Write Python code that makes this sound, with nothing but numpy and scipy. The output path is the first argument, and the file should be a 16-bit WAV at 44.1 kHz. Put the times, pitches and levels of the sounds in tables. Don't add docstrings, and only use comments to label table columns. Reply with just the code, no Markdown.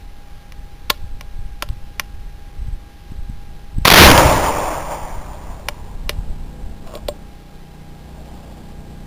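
import sys
import numpy as np
from scipy import signal
from scipy.io import wavfile
from scipy.ndimage import uniform_filter1d

SR = 44100
rng = np.random.default_rng(int(sys.argv[2]) if len(sys.argv) > 2 else 0)


def to_wav(s):
    ch = np.atleast_2d(s).T
    pcm = np.round(np.clip(ch, -1, 1) * 32767)
    wavfile.write(sys.argv[1], SR, pcm.astype(np.int16))


N = 399546


def amp(db):
    return 10 ** (np.asarray(db) / 20)


def colour(points, hz):
    f, value = np.transpose(points)
    return np.interp(np.log(hz + 1), np.log(f + 1), value)


def curve(rows, column=1, outside_db=None):
    rows = np.asarray(rows)
    return np.interp(np.arange(N) / SR, rows[:, 0], rows[:, column], outside_db, outside_db)


def bump(s, width_s):
    return np.exp(-.5 * ((np.arange(N) / SR - s) / width_s) ** 2)


def noise(points, size, patchy_db, loss=None, since=0):
    hop = size // 4
    frames, hz = N // hop + 5, np.fft.rfftfreq(size, 1 / SR)
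    real, imag, patches = rng.standard_normal((3, frames, len(hz)))
    patches = uniform_filter1d(patches, size=5, axis=0)
    patches = uniform_filter1d(patches, size=7, axis=1)
    db = colour(points, hz)[None]
    if loss:
        age_s = np.clip(np.arange(frames) * hop / SR - since, -.4, 2)
        db = db - colour(loss, hz) * age_s[:, None]
    gain = amp(db) / np.sqrt(np.mean(amp(db) ** 2, axis=1, keepdims=True))
    spectra = (real + 1j * imag) * gain * amp(patchy_db * patches / patches.std())
    x = signal.istft(spectra.T, nperseg=size, noverlap=size - hop)[1][:N]
    return x / x.std()


def add(mix, s, sound):
    part = mix[max(round(s * SR), 0):][:len(sound)]
    part += sound[:len(part)]


def camera():
    # f/Hz, density/dB per Hz
    hiss_colour = [(150, -29), (250, -4.5), (761, -12), (835, -9.5), (906, -12), (1580, -13), (4000, -14),
                   (5200, -63), (8800, -120)]
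    # f/Hz, rms level/dB
    whine_lines = [(812.9, -54.5), (1625.8, -63)]
    hiss_db = -50.5
    t = np.arange(N) / SR
    whine = sum(np.sqrt(2) * amp(db) * np.sin(2 * np.pi * hz * t) for hz, db in whine_lines)
    hiss = noise(hiss_colour, size=1024, patchy_db=.4)
    return hiss * amp(hiss_db) + whine


def wind():
    # t/s, level/dB
    wind_level = [(0., -34.5), (.1, -35), (.7, -35.5), (1.2, -33), (1.55, -31), (2.0, -29.5), (2.15, -31.5),
                  (2.5, -34), (2.95, -36.5), (3.5, -29), (3.65, -34.5), (4.9, -30), (5.6, -31.5),
                  (6.0, -29.5), (6.8, -32), (7.25, -32), (7.45, -41), (9.06, -35.5)]
    # f/Hz, density/dB per Hz
    wind_colour = [(4.7, -40), (8.0, 3.5), (24, -1), (47, -4.5), (103, -16.5), (245, -34), (357, -42.5),
                   (400, -59), (520, -87), (880, -120)]
    # t/s, nominal depth/dB, width/ms
    pops = [(0.594, -21, 5.8), (1.043, -20.5, 3.5), (1.147, -19, 5), (1.393, -18, 4.2), (1.458, -22, 3.7),
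            (1.704, -12.5, 4.4), (2.623, -12, 6.9), (2.686, -15, 4.2), (2.732, -13.5, 7.9),
            (3.121, -18.5, 1.85), (3.196, -24, 3.7), (3.299, -14.5, 2.6), (3.785, -8.5, 2.04),
            (3.818, -16, 5.1), (5.191, -17, 13), (5.97, -20, 16), (6.075, -25, 16), (6.191, -12.5, 4.8),
            (6.31, -19, 9.7), (6.423, -19.5, 4.8), (6.644, -23.5, 3.9), (7.055, -24, 4.1), (7.6, -30, 12)]
    buffet_db, buffet_s = -14, 0.032
    small_pops, small_pop_db, small_pop_ms = 24, 2., 7.
    level_db = curve(wind_level)
    swell = amp(level_db) + sum(amp(db + buffet_db) * bump(s, buffet_s) for s, db, _ in pops)
    out = noise(wind_colour, size=4096, patchy_db=1.5) * swell
    small = [(a * N / SR, level_db[int(a * N)] + small_pop_db, small_pop_ms * (.5 + b))
             for a, b in rng.random((small_pops, 2))]
    for s, db, width_ms in pops + small:
        u = np.arange(-.06, .06, 1 / SR) / (width_ms / 1000 / 2)
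        dip = np.exp(-u ** 2 * 0.42)
        rebound = 0.33 * np.exp(-u ** 2 * 0.25)
        add(out, s - .06, -amp(db) * (dip - rebound) / (1 - 0.36))
    return out


def drone():
    # t/s, gain/dB
    drone_level = [(0., -50.5), (2.7, -49.5), (3.3, -50), (5.2, -39.5), (5.5, -40), (6.4, -40.5),
                   (7.06, -39), (7.4, -44), (8.35, -38), (9.06, -40)]
    # multiple of the firing rate, peak level re drone gain/dB before waver
    orders = [(1, -5), (2, -1), (3, -6), (4, -15), (5, -2), (6, -7), (7, -6), (8, -13), (9, -13), (10, -14),
              (11, -16), (12, -18), (13, -19), (14, -17), (15, -22), (16, -23), (17, -19)]
    # f/Hz, density/dB per Hz
    rumble_colour = [(59, -22), (100, 3.5), (169, 1.5), (286, -3), (659, -4), (807, -4.5), (1240, -16.5),
                     (2500, -36), (3250, -68), (5500, -120)]
    firing_hz, rumble_db = 30.27, -7
    t = np.arange(N) / SR
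    turns = firing_hz * t + 0.043 * np.sin(2 * np.pi * .4 * t)
    lines = np.zeros(N)
    for (k, db), (phase, beat) in zip(orders, rng.random((len(orders), 2))):
        waver_db = 3 * np.sin(2 * np.pi * ((0.209 + .5 * beat) * t + phase))
        lines += amp(db + waver_db) * np.sin(2 * np.pi * (k * turns + phase))
    rumble = noise(rumble_colour, size=1024, patchy_db=2.2)
    return (lines + rumble * amp(rumble_db)) * amp(curve(drone_level))


def rustle():
    # t/s, level/dB before flicker
    rustle_level = [(7.8, -84), (8.0, -62), (8.3, -50), (8.5, -49.5), (8.85, -56), (9.06, -61)]
    # f/Hz, density/dB per Hz
    rustle_colour = [(300, -41), (700, 11), (1500, -12), (3500, -8.5), (5000, -55)]
    flicker = uniform_filter1d(rng.standard_normal(N), size=300)
    cloth = noise(rustle_colour, size=256, patchy_db=1.5)
    return cloth * amp(curve(rustle_level) + 3.2 * flicker / flicker.std())


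def ring(drive, small_hz, heavy_hz, heavy_db, share):
    # f/Hz, level/dB, free-ring t60/s
    lock_modes = [(340, 0, .04), (470, 0, .03), (590, 0, .085), (720, -2, .03), (860, -1, .03),
                  (1068, -1, .06), (1400, 0, .025), (1720, -2, .025), (1980, 0, .022), (2340, 0, .022),
                  (2850, 0, .025), (3150, -3, .025), (3420, 0, .022), (3720, 0, .022), (3950, 0, .016)]
    small_fall_db, heavy_fall_db = 11.5, 18.5
    t = np.arange(round(.12 * SR)) / SR
    body = np.zeros(len(t))
    for k, (hz, db, t60) in enumerate(lock_modes):
        small = amp(-small_fall_db * abs(np.log2(hz / small_hz)))
        heavy = amp(heavy_db - heavy_fall_db * abs(np.log2(hz / heavy_hz)))
        decay = amp(db - 60 * t / (t60 * max(share, .15)))
        body += (-1) ** k * (small + heavy) * decay * np.sin(2 * np.pi * hz * t)
    return signal.oaconvolve(drive, body)


def slide():
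    start_s, stop_s, fade_s = 6.86, 6.975, .025
    stop_db, rise_db = -34, 9.
    grains_per_s = 1500
    hits = rng.random(N) < grains_per_s / SR
    grains = hits * rng.standard_normal(N) * amp(1.4 * rng.exponential(1, N))
    sound = ring(grains, small_hz=3700, heavy_hz=730, heavy_db=16., share=.2)[:N]
    stroke = [(start_s - 2 * fade_s, -70), (start_s, stop_db - rise_db),
              (stop_s, stop_db), (stop_s + fade_s, -60)]
    return sound / sound.std() * amp(curve(stroke, outside_db=-120))


def clicks():
    # t/s, peak level/dB, small struck part f/Hz, heavy part under it f/Hz,
    # heavy re small level/dB, rattle decay/ms, ring length/share of the free ring
    click_rows = [(0.521, -26.5, 2560, 900, -20, 1.8, 0.66), (.898, -8.5, 3200, 400, -4.5, 2., 0.59),
                  (0.9007, 5, 3680, 1068, -6, 3.9, 0.87), (.903, -2, 2340, 420, -6, 2.8, 0.69),
                  (.9105, -26, 3700, 1068, -18, 1., .6), (1.209, -19.5, 2280, 795, -10, 2.6, 0.83),
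                  (1.623, -4.5, 3180, 1440, -0.5, 6.4, 0.39), (1.626, -17.5, 840, 360, -10, 2., 0.46),
                  (1.688, -26, 3600, 1100, -10, 2., 0.62), (1.996, -2, 2150, 1400, -19, 3.9, 0.62),
                  (3.8481, -14, 2200, 700, -2, 2.2, .6), (5.595, -30, 1600, 650, 17, 1.5, .6),
                  (5.685, -4.5, 2460, 804, -2.5, 3.6, 0.8), (6.0929, -4, 2680, 490, -5.5, 7.9, 0.63),
                  (6.13, -33, 3700, 1100, -4, 2., .6), (6.873, -31.5, 2200, 1000, -2, 2.2, .6),
                  (6.952, -19, 3580, 440, 7, 2., 0.79), (6.973, -23, 1100, 590, 13, 1.3, 0.52),
                  (7.0835, -12.5, 3920, 350, -31, 3.1, 1), (7.085, -9, 3920, 560, 30, 3., 0.86)]
    out, t = np.zeros(N), np.arange(900) / SR
    chances = rng.standard_normal((len(click_rows), len(t)))
    for (s, db, *parts, rattle_ms, share), chance in zip(click_rows, chances):
        drive = chance * np.exp(-t * 1000 / max(rattle_ms, .1)) * .035
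        drive[0] = 1
        sound = ring(drive, *parts, share)
        add(out, s, amp(db) * sound / abs(sound).max())
    t = np.arange(round(.15 * SR)) / SR
    tail = rng.standard_normal(len(t)) * amp(-52.5 - 60 * t / 0.23) * (t > .008)
    return out + signal.oaconvolve(out, tail)[:N]


def shot():
    # t/s, level/dB re full scale
    blast_level = [(3.8515, -30), (3.8525, 2), (3.88, 8), (3.96, 9), (4.075, -1), (4.095, -8), (4.35, -16),
                   (4.6, -29), (5.0, -52)]
    # f/Hz, density/dB per Hz
    blast_colour = [(20, 0.5), (70, -1), (200, -7.5), (500, -12.5), (1000, -11.5), (2000, -14.5),
                    (4000, -20), (6000, -44.5)]
    # f/Hz, relative loss/dB per s
    blast_loss = [(100, 1), (160, 22), (400, 18.5), (1000, 16.5), (4000, 31)]
    # t/s, level/dB, hold/ms
    returns = [(3.861, 21, 13), (3.886, 33, 13), (3.9085, 27, 2), (3.931, 22, 3), (3.950, 19, 5)]
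    # t/s, level/dB
    slaps = [(4.1035, 1), (4.1155, 5), (4.1785, 5), (4.33, -14)]
    # f/Hz, density/dB per Hz
    echo_colour = [(88, -46), (150, -43), (206, -17), (302, -4.5), (392, -12.5), (601, 0.5), (718, -2.5),
                   (958, 0), (1370, -13), (2470, -18.5), (4000, -31.5), (5200, -27), (8800, -120)]
    # f/Hz, relative loss/dB per s
    echo_loss = [(100, 22), (800, 4), (1500, 5.5), (3000, 6)]
    # t/s, lift/dB
    rolls = [(4.19, 1.5), (4.33, -0.5), (4.46, 3), (4.61, 3), (4.74, 3.5), (4.93, 4), (5.049, 1.5),
             (5.5, 3)]
    edge_s, roll_s = .003, .035
    echo_hold_s = 4.128
    early_db, early_fall_db_per_s = -10.5, 30
    late_db, late_fall_db_per_s = -28, 12.5

    level = amp(curve(blast_level, outside_db=-120))
    for s, db, ms in returns:
        end_s = s + ms / 1000
        level += amp(db) * curve([(s - edge_s, 0), (s, 1), (end_s, 1), (end_s + edge_s, 0)])
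    near = noise(blast_colour, size=512, patchy_db=3.0, loss=blast_loss, since=4.07) * level

    far = noise(echo_colour, size=1024, patchy_db=1.7, loss=echo_loss, since=4.5)
    t = np.arange(N) / SR
    since = np.maximum(t - echo_hold_s, 0)
    fall = amp(early_db - early_fall_db_per_s * since) + amp(late_db - late_fall_db_per_s * since)
    lift_db = sum(db * bump(s, roll_s) for s, db in rolls)
    far *= (t > returns[-1][0]) * fall * amp(lift_db)

    t = np.arange(400) / SR
    for (s, db), chance in zip(slaps, rng.standard_normal((len(slaps), len(t)))):
        slap = uniform_filter1d(chance, size=4) * 2 * np.exp(-t / .0018)
        add(near, s - .001, amp(db) * slap)
    return near + far


def scene():
    return (clicks() + slide() + rustle() + shot() + wind() + drone() + camera())[None]


def record(dry):
    full_scale, overflow = .98, 2.0
    leak = .0016
    rate_hz, edge_hz = 8005, 15550
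    read = np.where(abs(dry) < overflow, np.clip(dry, -full_scale, full_scale), leak * dry)
    held = np.floor(np.arange(N) * rate_hz / SR) * SR / rate_hz
    steps = read[:, np.ceil(held).astype(int).clip(0, N - 1)]
    low_pass = signal.firwin(511, edge_hz, window=("kaiser", 9), fs=SR)
    return signal.oaconvolve(steps, low_pass[None], "same")


dry = scene()
out = record(dry)
to_wav(out)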